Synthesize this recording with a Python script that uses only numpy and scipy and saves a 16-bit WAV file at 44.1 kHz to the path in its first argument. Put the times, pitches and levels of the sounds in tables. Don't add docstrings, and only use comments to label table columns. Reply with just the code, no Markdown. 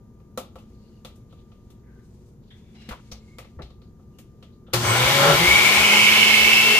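import sys
import numpy as np
from scipy import signal
from scipy.fft import rfft, irfft, next_fast_len
from scipy.io import wavfile

SR = 44100
rng = np.random.default_rng(int(sys.argv[2]) if len(sys.argv) > 2 else 0)


def elevation(decibels):
    levels = np.asarray(decibels, float)
    return 10 ** (levels / 20)


def materialize(psi):
    bounded = np.clip(np.atleast_2d(psi).T, -1, 1)
    quanta = np.round(bounded * 32767).astype(np.int16)
    wavfile.write(sys.argv[1], SR, quanta)


N = 299553

# frequency [hz], likeness [0 to 1]
LIKENESS = [(60, 0.9), (150, 0.98), (250, 0.94), (500, 0.74), (1000, 0.42), (1500, 0.18), (2300, 0.65),
            (4000, 0.13), (12000, 0.067)]
# frequency [hz], left_minus_right [db]
BALANCE = [(60, 0.5), (500, 2), (2300, 2.5), (5000, 2.5), (12000, 3)]
PORT_LAG = 4

# frequency [hz], density [db per hz]
ROOM_TONE = [(12, -41), (20, -11), (49, -3.5), (113, -2.5), (222, -8), (293, -16), (367, -12.5),
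             (472, -20.5), (624, -28), (873, -32.5), (1220, -35), (1330, -38), (2600, -48.5), (5600, -47.5),
             (6700, -44), (8000, -54.5), (16000, -49)]
ROOM_TONE_DB = -47
# pitch [hz], rms_level [db]
FRIDGE = [(59.2, -63), (118.4, -60.5), (215.3, -59.5), (236.9, -62.5), (360.7, -69), (473.7, -73),
          (947.5, -83)]
WHINE_HZ, WHINE_DB = 1195, -73.5
# start [s], end [s], loss [db]
WHINE_HIDDEN = [
    (2.08, 2.82, 20),
]
# start [s], end [s], level_over_stillness [db]
ARM_MOVES = [
    (.4, 1.85, 13),
    (1.9, 2.3, 15.3),
    (2.5, 3.58, 18.4),
    (3.85, 4.55, 8.7),
]
STILL_DB = -87.5

# start [s], end [s], level [db], centre [hz],
# width [hz]
RUBS = [(.72, .98, -73, 4460, 900), (1.29, 1.42, -69, 3500, 1600), (1.51, 1.57, -72, 3300, 2200),
        (1.82, 2.02, -71, 1800, 900), (2.02, 2.32, -73.5, 6500, 7000), (2.42, 2.5, -72, 4000, 2500),
        (2.505, 2.56, -65, 1870, 600), (2.52, 2.75, -74, 2300, 1500), (2.74, 2.89, -58.5, 3000, 4200),
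        (2.74, 2.89, -66, 800, 500), (2.908, 2.925, -38, 1110, 950), (3.114, 3.124, -45, 5660, 1500),
        (3.588, 3.612, -44.5, 373, 160), (3.588, 3.612, -46.5, 704, 400), (3.588, 3.605, -54, 1680, 900),
        (3.83, 3.87, -74, 4300, 1600), (4.522, 4.54, -69.5, 4100, 1300), (4.661, 4.74, -63, 1320, 590),
        (4.661, 4.74, -66.5, 3300, 1200)]
# start [s], end [s], level [db], centre [hz], width [hz]
CREAKS = [(.83, .87, -76, 2850, 200), (.92, .94, -74, 2850, 200), (.965, .98, -75, 2850, 200),
          (1.87, 2.02, -69, 1560, 130), (2.503, 2.525, -55, 3380, 520), (2.52, 2.72, -72, 3480, 200),
          (2.64, 2.74, -78, 2280, 120), (2.74, 2.89, -67, 2180, 250), (2.76, 2.89, -62, 2830, 120),
          (2.74, 2.89, -65, 3980, 110), (2.74, 2.89, -70, 5250, 120), (3.19, 3.4, -78, 7400, 250),
          (4.135, 4.16, -74, 2850, 250)]
# start [s], end [s], level [db], first_pitch [hz], last_pitch [hz]
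SQUEAKS = [
    (3.03, 3.19, -74, 2200, 2150),
    (3.19, 3.42, -66.5, 2120, 2210),
]
# start [s], peak_level [db], pitch [hz]
KNOCKS = [
    (0.378, -31, 245),
    (2.888, -29.5, 218),
    (2.909, -31.5, 56),
    (3.124, -37, 55),
    (3.39, -43, 69.6),
    (3.572, -32, 80.4),
    (3.599, -33.5, 151),
    (3.634, -35.5, 60.4),
]
# start [s], body [db], click [db re body], tick [db re body], click_pitch [hz]
TAPS = [(0.198, -52, -13, -17, 2350), (0.375, -19.5, -12.5, -9, 3580), (0.556, -32.5, -16.5, -21, 2940),
        (0.584, -48.5, -3, -6, 2930), (1.048, -33.5, -4.5, -7, 3540), (1.154, -58.5, -20, 5, 7210),
        (1.325, -45, -14, -17, 2820), (1.517, -47.5, -11, -26, 2700), (1.701, -52, -4.5, 1, 3550),
        (2.505, -61, 7, -6, 3350), (2.889, -34, 0.5, -5, 2030), (2.912, -36.5, -2, -8, 2920),
        (3.116, -35.5, -1.5, -6.5, 4240), (3.384, -31.5, -5.5, -9, 2170), (3.446, -44, -7, -23, 2220),
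        (3.591, -31.5, -30, -42, 2000), (3.619, -43.5, 4, -14, 3930), (3.702, -47.5, -6, -25, 3910),
        (3.816, -50.5, -6, -19, 4300), (3.992, -50, -31, -25, 2070), (4.185, -47, -1.5, 5, 2860),
        (4.425, -44, -1.5, -14, 3140), (4.681, -42, -41, -33, 3080), (4.73, -32, -3, -10, 3190),
        (4.7344, -15, -3.5, -4, 2280), (4.737, -20, 5, 5.5, 4500), (4.744, -27, -3, -6, 3000)]
# pitch [hz], level [db], t60 [s]
LID = [(520, 7.5, 0.058), (616, 0.5, 0.046), (707, -0.5, 0.073), (840, 2.5, 0.023), (1016, -8, 0.035),
       (1162, 3.5, 0.034), (1303, 2, .04), (400, -6, 0.044)]
ROOM_T60_S, WET_DB, TAP_PAN_DB = 0.28, -6.5, 0.5

START_S = 4.734
BUZZ_HZ = 119.5
# time [s], speed [turns per s]
SPEED = [(4.734, 40), (4.86, 99), (4.958, 120.3), (5.01, 126.8), (5.09, 134.8), (5.17, 138.7), (5.28, 141),
         (5.355, 142.4), (5.405, 167), (5.5, 186), (5.57, 191.5), (5.7, 201), (5.95, 210.5), (6.24, 217.6),
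         (6.605, 221.5), (6.635, 224.3), (6.8, 224.9)]
# time [s], level [db]
LOAD = [(4.76, -27), (4.8, -36), (4.84, -28), (4.89, -24), (4.97, -23), (5.15, -22), (5.29, -18),
        (5.39, -23), (5.9, -23.5), (6.26, -26.5), (6.79, -27.5)]
FREE_LOAD_DB = -25
ORDER_MULTIPLES = [1, 2, 4, 12]
ORDER_FORCE = [-44.5, -50.5, -50.5, -48.5]
ORDER_FOLLOWS_LOAD = [0.63, 0.33, 0.95, .05]
# centre [hz], width [hz], level [db]
FRAME = [(112, 37, 17), (139, 20, 11), (170, 14, 17), (214.6, 33, 10.5), (355.4, 40, 20.5), (460, 12, 1),
         (520, 104, 16.5), (563.2, 12.5, 26.5), (1434, 120, 20), (2205, 240, 31), (2540, 190, 22.5),
         (2680, 96, 31.5)]
BUZZ_DB, BUZZ_FALL = -18.5, 0.13

# frequency [hz], density [db per hz]
SLOSH = [(25, -39), (45, 4), (70, 16), (110, -5), (200, -16)]
# time [s], peak_level [db]
SLOSHES = [
    (4.87, -36),
    (5.05, -35),
    (5.34, -31),
    (5.48, -26),
    (5.81, -33),
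    (5.96, -44),
    (6.12, -42),
    (6.44, -37),
]
SLOSH_REST_DB, SLOSH_RISE, SLOSH_FALL = -69, 240, 140
# start [s], end [s], level [db], centre [hz], width [hz]
GULPS = [
    (5.08, 5.2, -37, 159, 14),
    (5.26, 5.33, -28, 152, 18),
    (5.25, 5.33, -34, 340, 29),
    (5.25, 5.33, -26, 435, 80),
    (5.25, 5.33, -30.5, 610, 150),
    (5.2, 5.33, -26, 1350, 87),
    (4.85, 5.0, -32, 1020, 82),
    (5.25, 5.33, -32, 750, 200),
    (6.65, 6.8, -33, 437, 60),
]
# frequency [hz], density [db per hz]
CHURN = [(53, -52), (90, -10), (173, -9.5), (209, -8.5), (280, -11), (362, -6.5), (610, -5.5), (1020, -6),
         (1590, -11.5), (1900, -9.5), (2470, -66), (4180, -120)]
# centre [hz], width [hz], level [db]
CHURN_PEAKS = [(368.4, 17, -6), (838, 32, -3), (1038, 76, -2.5), (1357.6, 79, -2), (1440, 390, -5)]
# start [s], end [s], level [db], centre [hz], width [hz]
BRUSHES = [(4.74, 4.9, -33.5, 5600, 6300), (4.84, 4.98, -35, 8100, 270), (4.84, 4.98, -36, 6250, 344),
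           (4.9, 5.8, -31, 3700, 430), (5.14, 5.23, -37, 7400, 350), (5.45, 6.05, -32.5, 7100, 6400),
           (5.42, 6.3, -40.5, 7050, 200), (5, 6.45, -46, 6430, 200), (4.9, 5.35, -34, 2920, 200),
           (4.87, 5.23, -36, 2230, 170), (6.05, 6.42, -35, 4060, 90), (6.05, 6.3, -31.5, 3520, 70)]

# centre [hz], width [hz], level [db]
HOUSING = [(2137, 70, -5), (2200, 70, -5), (2293, 92, -3.5), (2466, 220, -14.5)]
# centre [hz], width [hz], level [db]
COWL = [(2600, 200, -0.5), (2690, 85, 3.5), (2843, 144, 3), (2991, 52, 7.5), (3120, 97, 2.5),
        (5250, 170, -7)]
COWL_RISE = 0.55
# speed [turns per s], level [db]
SHAKE = [(75, -53), (97, -27.5), (122, -24), (143, -23), (188, -18), (200, -14.5), (221, -15.5), (225, -19)]
# time [s], peak_level [db]
STRIKES = [(5.5056, -8), (5.5553, -4), (5.6027, -7), (5.662, -13), (5.6989, -4), (5.7922, -13),
           (5.9374, -6), (6.0674, -6), (6.0884, -6), (6.122, -6), (6.2298, 2), (6.2786, -5), (6.341, -1),
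           (6.4462, -11), (6.4994, -11), (6.5296, -2)]
STRIKE_OVER_DB, STRIKE_FADE_S = 5.5, 0.0038
WANDER_DB, WANDER_PER_S = 1.2, 7
# time [s], left_minus_right [db]
SHADING = [
    (4.76, -1.5),
    (5.4, 1.5),
    (5.78, 0.5),
    (5.95, -5),
    (6.38, -7.5),
    (6.7, -2),
    (6.79, -1),
]
HISS_SHADED, SHADE_TOP_HZ = 0.94, 6000
# frequency [hz], density [db per hz]
HISS = [(1000, -62), (1700, -12.5), (1990, -8), (2220, -19), (2460, -11.5), (3040, -6.5), (3500, -9.5),
        (7060, -19), (9320, -23), (13200, -24), (15500, -23)]
AIR_DB, AIR_FULL_SPEED, AIR_RISE = -25, 136.3, 0.2


def rms_one(x):
    return x / np.sqrt(np.mean(x ** 2) + 1e-20)


def pan(left_minus_right_db):
    return elevation(np.array([[0.5], [-0.5]]) * left_minus_right_db)


def in_time(rows, start):
    time_s, value = np.transpose(rows)
    return np.interp(np.arange(start, N) / SR, time_s, value)


def at_hz(points, hz):
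    table_hz, value = np.transpose(points)
    return np.interp(np.log(np.maximum(hz, 1)), np.log(table_hz), value)


def drift(rate, count):
    pole = np.exp(-80 * np.pi * rate / SR)
    noise = rng.standard_normal(count // 40 + 2002)
    slow = signal.lfilter([1], [1, -2 * pole, pole * pole], noise)[2000:]
    return np.interp(np.arange(count) / 40, np.arange(len(slow)), rms_one(slow))


def spans(rows, ease_s):
    t = np.arange(N) / SR
    return sum(db * np.clip(np.minimum(t - start, end - t) / ease_s + 0.5, 0, 1) for start, end, db in rows)


def peaks_gain(peaks, hz):
    power = 0
    for centre, width, db in peaks:
        detuning = (hz - centre) / width * 2
        power = power + elevation(db) ** 2 / (1 + detuning ** 2) ** 2
    return np.sqrt(power)


def ripple(depth_db, spacing_hz):
    hills = elevation(depth_db * rng.standard_normal(400))
    return lambda hz: np.interp(hz / spacing_hz, np.arange(len(hills)), hills)


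def stereo_noise(gain_at, count, gate=1):
    size = next_fast_len(count)
    hz = np.arange(size // 2 + 1) * SR / size
    mid, side = rfft(rng.standard_normal((2, count)) * gate, size) * gain_at(hz)
    alike = np.clip(at_hz(LIKENESS, hz), 0, 1)
    pair = np.sqrt(1 + alike) * mid + np.sqrt(1 - alike) * side * [[1], [-1]]
    return rms_one(irfft(pair * pan(at_hz(BALANCE, hz)), size)[:, :count])


def swells(rows, grain_db, sag_db):
    out = np.zeros((2, N))
    for start, end, db, centre, width in rows:
        at, count = round(start * SR), round((end - start + 0.08) * SR)
        t = np.arange(count) / SR
        fade_db = -sag_db * t / (end - start + 0.027) - 260 * np.maximum(t - end + start, 0)
        rise = np.clip(t / (0.11 * (end - start)), 0, 1)
        shape = rise * elevation(fade_db + grain_db * drift(21, count))
        noise = stereo_noise(lambda hz: peaks_gain([(centre, width, 0)], hz), count)
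        out[:, at:at + count] += (elevation(db) * shape * noise)[:, :N - at]
    return out


def kitchen():
    t = np.arange(N) / SR
    hum = 0
    for hz, db in FRIDGE:
        hum = hum + np.sqrt(2) * elevation(db + 3.7 * drift(1.4, N)) * np.sin(2 * np.pi * hz * t)
    whine_db = WHINE_DB - spans(WHINE_HIDDEN, ease_s=0.15) + 1.3 * drift(5, N)
    hum = hum + np.sqrt(2) * elevation(whine_db) * np.sin(2 * np.pi * WHINE_HZ * t)
    air = stereo_noise(lambda hz: elevation(at_hz(ROOM_TONE, hz)), N, elevation(0.24 * drift(0.52, N)))
    cloth_peaks = [(3520, 8300, 6.5), (6570, 700, 6)]   # Hz, width Hz, dB
    cloth = stereo_noise(lambda hz: peaks_gain(cloth_peaks, hz), N, elevation(2.2 * drift(8, N)))
    cloth_db = STILL_DB + spans(ARM_MOVES, ease_s=0.15)
    return elevation(cloth_db) * cloth + elevation(ROOM_TONE_DB - 2.0) * air + hum * pan(1.4)


def squeaks():
    out = np.zeros(N)
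    for start, end, db, first_hz, last_hz in SQUEAKS:
        at, count = round(start * SR), round((end - start) * SR)
        part = np.arange(count) / count
        hz = first_hz + (last_hz - first_hz) * part + 45 * drift(70, count)
        swell = np.sin(np.pi * part ** 1.4) ** 0.6 * elevation(db + 4.0 * drift(45, count))
        out[at:at + count] += np.sqrt(2) * swell * np.sin(2 * np.pi * np.cumsum(hz) / SR)
    return out


def rubs():
    return swells(RUBS, grain_db=2.5, sag_db=3.0) + swells(CREAKS, grain_db=0.0, sag_db=1.0) + squeaks()


def knocks():
    out = np.zeros(N)
    t = np.arange(round(0.15 * SR)) / SR
    for s, db, hz in KNOCKS:
        at = round(s * SR)
        t60 = 0.052 + 8.3 / hz
        out[at:at + len(t)] += elevation(db - 60 * t / t60) * np.sin(2 * np.pi * hz * t)
    return out * pan(1.6)


def ring(clicks, hz, t60):
    r, w = elevation(-60 / (t60 * SR)), 2 * np.pi * hz / SR
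    return signal.lfilter([0, np.sin(w)], [1, -2 * r * np.cos(w), r * r], clicks + 1e-18)


def taps():
    out, count = np.zeros((2, N)), round(0.32 * SR)
    t, strike = np.arange(count) / SR, np.arange(count) == 0
    room = elevation(-60 * t / ROOM_T60_S)
    tail = elevation(WET_DB) * np.clip(t / 0.0071, 0, 1)
    shares_db = rng.normal(0, 1.5, (len(TAPS), len(LID)))
    for (s, body_db, click_db, tick_db, click_hz), share_db in zip(TAPS, shares_db):
        rise = np.clip(t / (0.00064 * elevation(-0.6 * (body_db + 29.0))), 0, 1)
        dull_db = 0.22 * min(click_db + 30, 0)
        body = 0
        for (hz, db, t60), share in zip(LID, share_db):
            mode_db = db + share - 9.5 + dull_db * np.log2(hz / 500)
            body = body + elevation(mode_db) * ring(strike, hz, t60)
        boom_peaks = [(f, 130, db + dull_db * np.log2(f / 500)) for f, db, t60 in LID] + [(284, 200, -0.79)]
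        click_peaks = [(3000, 3500, -5), (click_hz, 1100, -2)]
        tick_peaks = [(6500, 3100, -4.5), (12000, 23000, -6.5)]
        boom = stereo_noise(lambda hz: peaks_gain(boom_peaks, hz), count)
        click = stereo_noise(lambda hz: peaks_gain(click_peaks, hz) * hz / (hz + 900), count)
        tick = stereo_noise(lambda hz: peaks_gain(tick_peaks, hz), count)
        sound = body * np.clip(t / 0.0025, 0, 1) + elevation(-9) * boom * tail * room
        sound += elevation(click_db - 3.0) * click * (elevation(-60 * t / 0.035) + tail * room)
        sound += elevation(tick_db - 1.0) * tick * (elevation(-60 * t / 0.013) + tail * elevation(-100 * t / ROOM_T60_S))
        at = round(s * SR)
        out[:, at:at + count] += sound * rise * elevation(body_db) * pan(TAP_PAN_DB)
    return out


def slosh_level(t):
    levels = [SLOSH_REST_DB + 0 * t]
    for s, db in SLOSHES:
        levels.append(db - np.where(t < s, SLOSH_RISE * (s - t), SLOSH_FALL * (t - s)))
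    return np.max(levels, axis=0)


def liquid(start, churn_db, surge):
    count = N - start
    slosh_gate = elevation(2.0 * drift(24, count))
    slosh = stereo_noise(lambda hz: elevation(at_hz(SLOSH, hz)), count, slosh_gate)
    churn = stereo_noise(lambda hz: elevation(at_hz(CHURN, hz)) * (0.41 + peaks_gain(CHURN_PEAKS, hz)),
                         count, elevation(0.85 * surge))
    return elevation(slosh_level(np.arange(start, N) / SR)) * slosh + elevation(churn_db) * churn


def air_hiss(speed, chop, surge, shade_db):
    shell = ripple(depth_db=1.8, spacing_hz=60)

    def colour(hz):
        return shell(hz) * elevation(at_hz(HISS, hz) - 1.2 * np.exp(-((hz - 2600) / 600) ** 2))

    hiss = stereo_noise(colour, len(speed), chop * elevation(0.091 * surge))
    lower = signal.sosfilt(signal.butter(2, SHADE_TOP_HZ, fs=SR, output="sos"), hiss)
    hiss = hiss + (pan(HISS_SHADED * shade_db) - 1) * lower
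    hiss_db = AIR_DB + AIR_RISE * np.minimum(speed - AIR_FULL_SPEED, 0)
    return elevation(hiss_db + 5.0) * hiss


def strikes(start):
    t = np.arange(start, N) / SR
    gain = 1
    for s, db in STRIKES:
        gain = gain + elevation(db + STRIKE_OVER_DB) * (t >= s) * np.exp(-np.maximum(t - s, 0) / STRIKE_FADE_S)
    return gain


def shell_ring(peaks, gate):
    out, count = 0, len(gate)
    for centre, width, db in peaks:
        wander = elevation(WANDER_DB * drift(WANDER_PER_S, count))
        mode = stereo_noise(lambda hz: peaks_gain([(centre, width, 0)], hz), count, gate * wander)
        out = out + elevation(db) * np.sqrt(width) * mode
    return rms_one(out)


def shells(speed, struck, surge, shade_db):
    count = len(speed)
    housing = shell_ring(HOUSING, struck * elevation(0.5 * drift(39, count) + 0.32 * surge))
    cowl = shell_ring(COWL, struck * elevation(0.41 * drift(43, count)))
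    cowl_db = -1.5 + COWL_RISE * np.clip(speed - 212, -14, 0)
    ring_db = np.interp(speed, *np.transpose(SHAKE))
    return elevation(ring_db - 2) * (housing + elevation(cowl_db) * cowl) * pan(shade_db)


def tone_levels(speed, load_db):
    levels = []
    for multiple, force_db, follows in zip(ORDER_MULTIPLES, ORDER_FORCE, ORDER_FOLLOWS_LOAD):
        frame_db = 10 * np.log10(1 + peaks_gain(FRAME, multiple * speed) ** 2)
        levels.append(force_db + follows * (load_db - FREE_LOAD_DB) + frame_db)
    return levels + [BUZZ_DB - BUZZ_FALL * speed]


def motor_tones(speed, levels_db):
    count = len(speed)
    turn = 2 * np.pi * np.cumsum(speed * (1 + 0.0007 * drift(25, count))) / SR
    mains = 2 * np.pi * BUZZ_HZ * np.arange(count) / SR
    third = 0.7 * np.clip((188 - speed) / 10, 0, 1)
    waves = [np.sin(turn),
             np.sin(2 * turn) + third * np.sin(3 * turn),
             np.sin(4 * turn),
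             np.sin(12 * turn),
             np.sin(mains) + 0.19 * np.sin(2 * mains) + 0.43 * np.sin(3 * mains + 1)]
    out = 0
    for wave, db, flutter_db in zip(waves, levels_db, [1.0, 2.0, 1.3, 0.8, 0.8]):
        out = out + wave * np.sqrt(2) * elevation(db + flutter_db * drift(19.0, count))
    return out * pan(2.2), turn


def blender():
    start = round(START_S * SR)
    count = N - start
    speed, churn_db, shade_db = in_time(SPEED, start), in_time(LOAD, start), in_time(SHADING, start)
    tones, turn = motor_tones(speed, tone_levels(speed, churn_db))
    mains = 2 * np.pi * BUZZ_HZ * np.arange(count) / SR
    chop = 1 + 0.033 * np.sin(turn) + 0.096 * np.sin(mains)
    surge = drift(12.5, count)
    roar = liquid(start, churn_db, surge)
    roar = roar + shells(speed, chop * strikes(start), surge, shade_db)
    roar = roar + air_hiss(speed, chop, surge, shade_db)
    rise = np.minimum(np.arange(count) / (0.014 * SR), 1)
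    return np.pad((tones + roar) * rise, ((0, 0), (start, 0)))


def scene():
    motor = blender() + swells(GULPS, grain_db=1.5, sag_db=0.0) + swells(BRUSHES, grain_db=1.0, sag_db=-1.5)
    left, right = kitchen() + rubs() + knocks() + taps() + motor
    return np.array([left, np.pad(right, (PORT_LAG, 0), "edge")[:N]])


def top_cut(x):
    return signal.sosfilt(signal.butter(12, 16290, fs=SR, output="sos"), x)


def record(dry):
    rounded = 1.3 * np.tanh(dry / 1.3)
    dulled = signal.sosfilt(signal.cheby2(8, 22, 15650, fs=SR, output="sos"), rounded)
    mix = signal.sosfilt(signal.cheby2(12, 60, 16300, fs=SR, output="sos"), dulled)
    return top_cut(mix)


dry = scene()
out = record(dry)
materialize(out)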